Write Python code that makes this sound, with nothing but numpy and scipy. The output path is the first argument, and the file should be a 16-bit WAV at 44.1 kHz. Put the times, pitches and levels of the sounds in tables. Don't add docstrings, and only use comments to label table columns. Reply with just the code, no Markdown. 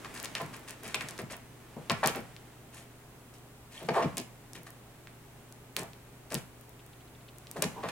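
import sys
import numpy as np
from scipy import signal
from scipy.fft import rfft, irfft, next_fast_len
from scipy.io import wavfile

SR = 44100
rng = np.random.default_rng(int(sys.argv[2]) if len(sys.argv) > 2 else 0)


def dump(signal):
    limited = np.clip(np.atleast_2d(signal).T, -1, 1)
    pcm = np.round(limited * 32767).astype(np.int16)
    wavfile.write(sys.argv[1], SR, pcm)


N = 348813

# f/Hz, relative density/dB
AIR_COLOUR = [(20, -14), (50, -6.5), (90, -12), (125, -9), (200, -10), (350, -11), (460, -15.5),
              (720, -15.5), (1480, -23), (2750, -29), (5080, -36.5), (8000, -31), (12000, -33),
              (16000, -33.5)]
# f/Hz, side re mid/dB
AIR_SIDE = [(60, -16), (110, -12.5), (200, -14.5), (380, -9.5), (700, -8.5), (1290, -4), (2380, 1),
            (4400, 4.5), (8120, 1), (15000, 1.5)]
# f/Hz, rms level/dB
HUM_PARTIALS = [(70, -71.5), (119.6, -58.5), (146, -66.5), (247.6, -69.5), (414.5, -69.5)]
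# f/Hz, t60/s
REVERB_DECAY = [(100, 0.7), (260, 0), (700, 0.41), (1800, 0.35), (5000, 0.2), (13000, 0.45)]
# f/Hz, level re send/dB
REVERB_LEVEL = [(100, -0.5), (300, -4), (1000, -1), (2500, -7.5), (6000, -12.5), (14000, -14.5)]
# f/Hz, side re mid/dB
REVERB_SIDE = [(100, -4.5), (400, -6.5), (1200, -3.5), (4000, 2.2), (14000, 2)]
# f/Hz, relative density/dB
RUSTLE_COLOUR = [(20, -14), (200, 8.5), (900, 0), (2300, -3), (4500, -11.5), (9000, -14), (16000, -27)]
# t/s, relative level/dB
MOVEMENT = [(0.0, -52), (0.26, -51), (0.75, -56), (1.08, -50), (1.34, -59), (1.61, -59), (1.87, -56),
            (2.07, -49), (2.22, -56), (2.55, -60), (3.7, -63), (3.96, -51), (4.03, -50.5), (4.25, -61),
            (7.36, -62), (7.53, -57), (7.8, -54), (7.91, -51)]
# f/Hz, bandwidth/Hz, relative level/dB
BOARD_MODES = [(151.3, 56, 2), (190, 16, -0.5), (224, 21, -1), (328, 29, -5.5), (456.6, 10, 2),
               (514, 14, -3), (626.5, 21, 4), (676, 19, 6), (794, 19, -1), (900, 36, 1.5), (1025, 47, 1),
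               (1100, 64, -2), (1495, 73, -19), (1780, 24, -9), (1980, 9.5, -9), (2720, 28, -21)]
# t/s, length/s, slide level/dB, slide f/Hz, thump level/dB
PAW_STEPS = [(0.399, 0.035, -41, 664, -44.5), (.829, 0.047, -51.5, 400, -52.5),
             (0.941, .048, -47.5, 364, -55), (1.006, 0.042, -56, 350, -53.5),
             (1.191, .04, -43.5, 352, -44.5), (1.306, 0.051, -49.5, 370, -54),
             (1.763, 0.037, -43.5, 325, -51), (1.896, 0.02, -37, 420, -36.5),
             (2.03, 0.035, -27.5, 900, -37.5), (2.065, .05, -41, 350, -47), (2.153, 0.047, -40.5, 378, -45),
             (3.81, 0.049, -48.5, 397, -48), (3.885, .036, -31, 423, -39), (3.948, 0.084, -29.5, 593, -49),
             (4.022, .04, -37, 430, -31.5), (4.169, 0.038, -46, 310, -44), (4.548, .05, -56.5, 298, -55),
             (5.769, 0.054, -45, 328, -47.5), (5.818, 0.045, -48, 514, -59),
             (6.312, 0.058, -42.5, 410, -39), (7.557, 0.051, -42.5, 390, -43),
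             (7.621, 0.042, -37.5, 426, -37), (7.759, 0.066, -50.5, 402, -52),
             (7.833, 0.041, -38, 536, -45.5)]
# t/s, length/s, level/dB, f/Hz
SQUEAK_CUES = [(.945, 0.027, -36, 2600), (1.005, 0.031, -42, 2210), (3.776, 0.012, -45, 2980),
               (7.756, 0.06, -45.5, 900)]
# t/s, length/s, scrape level/dB, scrape f/Hz, fizz level/dB
CLAW_DRAGS = [(.045, 0.04, -45, 1540, -63), (0.139, 0.091, -46.5, 1950, -53.5),
              (0.237, 0.046, -42.5, 2380, -52.5), (0.35, 0.054, -38, 2040, -56),
              (0.398, 0.068, -45, 1640, -58.5), (0.532, 0.066, -48, 1920, -58.5),
              (.675, 0.078, -47.5, 2120, -56), (0.823, 0.13, -46, 1950, -56),
              (0.943, 0.021, -32.5, 2290, -43.5), (1.008, 0.034, -41, 1860, -53.5),
              (1.085, 0.026, -49, 2060, -49), (1.189, .035, -41, 1740, -53),
              (1.299, 0.075, -44.5, 2150, -54.5), (1.898, 0.042, -29.5, 1590, -51),
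              (2.034, 0.059, -31, 1470, -52), (2.074, 0.036, -32.5, 2360, -47),
              (2.149, 0.065, -43, 1730, -58), (2.724, 0.13, -54, 2420, -59.5),
              (3.337, 0.054, -61.5, 3520, -67.5), (3.7, 0.2, -52, 2730, -61.5),
              (3.887, 0.032, -34, 1490, -64), (3.933, 0.11, -37.5, 1330, -56.5),
              (4.023, 0.052, -39, 2050, -70), (4.17, 0.047, -39.5, 2940, -48),
              (4.548, 0.051, -48, 2290, -60), (4.665, 0.045, -51, 1840, -62),
              (5.765, 0.073, -43, 1730, -47.5), (6.301, 0.11, -44.5, 1920, -54),
              (7.563, 0.061, -47, 1550, -58.5), (7.62, 0.044, -34, 2150, -52),
              (7.83, 0.085, -44, 1410, -75), (7.886, 0.027, -39, 2060, -55)]
# t/s, peak level/dB, f/Hz, pan left re right/dB
CLAW_SNAPS = [(.0478, -27, 1920, 2), (.1765, -26.5, 3260, 0), (.2, -24, 5230, 1), (.2445, -25, 4800, 1),
              (.2569, -20.5, 4400, -1), (.3521, -14.5, 3100, -2), (.6857, -32, 4800, 13),
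              (.708, -30.5, 7400, 18), (.8795, -24.5, 8600, 4), (.9453, -13, 2900, 1),
              (1.0096, -23, 2960, -3), (1.0868, -23, 5160, 0), (1.1794, -28, 4600, -1),
              (1.3226, -31, 5060, 4), (1.8983, -11, 2880, 5), (2.0607, -11, 4940, 7),
              (2.074, -3.5, 9000, 4), (2.1498, -25.5, 2000, -3), (2.3648, -31.5, 2900, 2),
              (3.8885, -22.5, 1620, 14), (4.1705, -18.5, 6750, -1), (4.1817, -15, 6740, 0),
              (4.5335, -28, 6900, -5), (4.633, -33, 12900, -1), (4.671, -44, 2630, -3),
              (4.7051, -28.5, 10500, 1), (5.0723, -32, 1830, 0), (5.5248, -34, 7440, 7),
              (5.7655, -13, 2860, -3), (5.7665, -12, 11000, 1), (5.9334, -35, 3160, 4),
              (6.3055, -33, 3970, 1), (6.3224, -23.5, 6230, 0), (6.3441, -10, 8500, 6),
              (6.3512, -16.5, 3600, -5), (6.6112, -39, 12900, 15), (6.6937, -37.5, 11800, 16),
              (6.8643, -39, 12400, 13), (7.3844, -29.5, 9600, 2), (7.4705, -33, 3550, -1),
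              (7.5137, -19.5, 9700, 2), (7.6233, -4.5, 7700, 2), (7.6418, -19, 4630, -11),
              (7.8373, -26, 1420, 5), (7.8887, -22.5, 2500, -1)]

CUTOFF_HZ = 16000


def from_db(db):
    return 10 ** (np.asarray(db) / 20)


def rms_one(x):
    return x / np.sqrt(np.mean(x ** 2) + 1e-20)


def at_level(x, length, db):
    return x * from_db(db) * np.sqrt(length * SR / (np.sum(x ** 2) + 1e-20))


def at_hz(points, hz):
    freqs, values = np.transpose(points)
    return np.interp(np.log(np.maximum(hz, 1)), np.log(freqs), values)


def band(x, hz, spread):
    edges = [hz / spread, min(hz * spread, .45 * SR)]
    return signal.sosfilt(signal.butter(2, edges, "band", fs=SR, output="sos"), x)


def add(track, s, sound):
    at = round(s * SR)
    track[..., at:at + sound.shape[-1]] += sound[..., :max(N - at, 0)]


def stereo(mid, side):
    return np.array([mid + side, mid - side])


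def pan(db):
    return from_db([[db / 2], [-db / 2]])


def lag_right(pair, lag_s):
    size = next_fast_len(N + 64)
    shift = np.exp(-2j * np.pi * np.fft.rfftfreq(size, 1 / SR) * lag_s)
    return np.array([pair[0], irfft(rfft(pair[1], size) * shift, size)[:N]])


def friction(length, slips_per_s, uneven_db, rise):
    count = SR // 2
    progress = np.minimum(np.arange(count) / (SR * length), 1)
    skew = np.clip(rise * length / .05, .15, .8)
    pressure = np.sin(np.pi * progress ** skew)
    sizes = from_db(uneven_db * np.minimum(rng.exponential(1, count), 3))
    signs = rng.choice([-1, 1], count)
    slipping = rng.random(count) < slips_per_s / SR
    return pressure * sizes * signs * slipping + 1e-18


def room_tone(air_db=-56.5, waver_rad=0.15):
    freqs, t = np.fft.rfftfreq(N, 1 / SR), np.arange(N) / SR
    mid, side = rfft(rng.standard_normal((2, N))) * from_db(at_hz(AIR_COLOUR, freqs))
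    mid, side = irfft(mid, N), irfft(side * from_db(at_hz(AIR_SIDE, freqs)), N)
    knots, hum = np.linspace(0, N / SR, 40), 0
    for hz, db in HUM_PARTIALS:
        drift = waver_rad * np.interp(t, knots, rng.standard_normal(len(knots)).cumsum())
        hum += from_db(db) * rms_one(np.sin(2 * np.pi * hz * t + drift))
    return from_db(air_db) * stereo(mid, side) / np.std(mid) + hum


def reverb(send, build_s=0.00057):
    t, response, spread = np.arange(SR // 2) / SR, 0, np.sqrt(2)
    for hz in 1000 * 2. ** np.arange(-3, 5):
        fade = from_db(-60 * t / at_hz(REVERB_DECAY, hz)) * (1 - np.exp(-t / build_s))
        band_energy = np.sum(band(1. * (t == 0), hz, spread) ** 2)
        mid, side = (rms_one(band(rng.standard_normal(len(t)), hz, spread) * fade) for _ in range(2))
        gain = from_db(at_hz(REVERB_LEVEL, hz)) * np.sqrt(band_energy / len(t))
        response += gain * stereo(mid, side * from_db(at_hz(REVERB_SIDE, hz)))
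    return signal.fftconvolve(send[None], response, axes=1)[:, :N]


def flutter(start_s=6.78, end_s=7.44, swishes_per_s=14, swish_s=0.021):
    out = np.zeros(N)
    for s in np.arange(start_s, end_s, 1 / swishes_per_s):
        swish = band(friction(swish_s, 5000, uneven_db=-1, rise=0.99), hz=3180, spread=1.27)
        onset = s + swish_s * rng.uniform(-0.41, 0.62)
        add(out, onset, at_level(swish, swish_s, db=rng.normal(-66.5, 5)))
    return out


def fur(reference_effort_db=-50.5, expansion=1.32, grain_db=5, width=0.47):
    grains = rng.standard_normal((2, N)) * from_db(grain_db * rng.standard_normal(N))
    colour = from_db(at_hz(RUSTLE_COLOUR, np.fft.rfftfreq(N, 1 / SR)))
    mid, side = irfft(rfft(grains) * colour, N)
    effort_db = np.interp(np.arange(N) / SR, *np.transpose(MOVEMENT)) + 52
    return from_db(reference_effort_db + expansion * effort_db) * stereo(rms_one(mid), width * rms_one(side))


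def board(force, fader_db=-1):
    force = force + 1e-12 * rng.standard_normal(N)
    ring = 0
    for hz, bandwidth, db in BOARD_MODES:
        radius = np.exp(-np.pi * bandwidth / SR)
        poles = [1, -2 * radius * np.cos(2 * np.pi * hz / SR), radius ** 2]
        ring += from_db(db) * (1 - radius ** 2) / 2 * signal.lfilter([1, 0, -1], poles, force)
    return from_db(fader_db) * ring


def pad_push(length, db, hz, spread=1.64):
    slips = friction(length, 7000, uneven_db=2.5, rise=0.43)
    return at_level(band(slips, hz, spread), length, db)


def paws(brush_re_scrape_db=-13, fader_db=-1):
    out = np.zeros(N)
    for s, length, slide_db, hz, thump_db in PAW_STEPS:
        add(out, s, pad_push(length, slide_db, hz))
        add(out, s + length / 2, pad_push(length=0.049, db=thump_db, hz=183, spread=1.8))
    for s, length, scrape_db, *_ in CLAW_DRAGS:
        add(out, s, pad_push(length, scrape_db + brush_re_scrape_db, hz=566))
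    return from_db(fader_db) * out


def squeaks():
    out = np.zeros(N)
    for s, length, db, hz in SQUEAK_CUES:
        slips = friction(length, 5000, uneven_db=3, rise=0.53)
        add(out, s, at_level(band(slips, hz, spread=1.1), length, db))
    return out


def claw_rasps(overtone_db=-12, scrape_fader_db=-2, fizz_fader_db=-1):
    scrape, fizz = np.zeros((2, N))
    for s, length, scrape_db, hz, fizz_db in CLAW_DRAGS:
        slips = friction(length, slips_per_s=3500, uneven_db=7, rise=0.22)
        bite = band(slips, hz, 1.665) + from_db(overtone_db) * band(slips, 2 * hz, 1.43)
        add(scrape, s, at_level(bite, length, scrape_db))
        ticks = friction(length, slips_per_s=1300, uneven_db=3, rise=0.24)
        add(fizz, s, at_level(band(ticks, hz=7800, spread=1.37), length, fizz_db))
    return from_db(scrape_fader_db) * scrape, from_db(fizz_fader_db) * fizz


def loop_plucks(per_s=28, most=8, centre_hz=8000, scatter_octaves=0.46, scatter_pan_db=10.5):
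    cues = []
    for s, length, _, _, fizz_db in CLAW_DRAGS:
        waits = (np.arange(most) + rng.random(most)) / per_s
        for wait, (size, pitch, place) in zip(waits, rng.standard_normal((most, 3)).clip(-2, 2)):
            if wait < length:
                peak_db = fizz_db + 22 + 3 * size
                hz = min(centre_hz * 2 ** (scatter_octaves * pitch), CUTOFF_HZ)
                cues.append((s + wait, peak_db, hz, scatter_pan_db * place))
    return cues


def claw_snaps(skirt_db=-8, tug_db=-13, crackle_db=-27, crackle_s=0.0018):
    out, t = np.zeros((2, N)), np.arange(SR // 40) / SR
    for s, db, hz, pan_db in [*CLAW_SNAPS, *loop_plucks()]:
        crackle = rng.standard_normal((2, len(t))) * np.exp(-t / crackle_s)
        force = (t == 0) + from_db(crackle_db) * crackle
        click = band(force, hz, 1.55) + from_db(skirt_db) * band(force, hz, 2.7)
        snap = click + from_db(tug_db) * band(force, hz / 3, 2.3)
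        add(out, s, snap / np.abs(snap).max() * from_db(db) * pan(pan_db))
    return lag_right(out, lag_s=11e-6)


def scene(snap_to_board_db=-12, thud_db=-3, thud_send_db=1):
    snaps = claw_snaps()
    mono_snaps = snaps.mean(axis=0)
    scrape, fizz = claw_rasps()
    force = paws() + scrape
    thud = from_db(thud_db) * (force + squeaks())
    ring = board(force + from_db(snap_to_board_db) * mono_snaps)
    body = lag_right((thud + ring) * pan(db=1), lag_s=60e-6)
    close = snaps + body + fizz * pan(db=1.2)
    echoes = reverb(mono_snaps + fizz + from_db(thud_send_db) * thud)
    return close + echoes + fur() + room_tone() + flutter()


def record(dry):
    return signal.sosfilt(signal.ellip(10, .1, 80, CUTOFF_HZ, fs=SR, output="sos"), dry)


dry = scene()
out = record(dry)
dump(out)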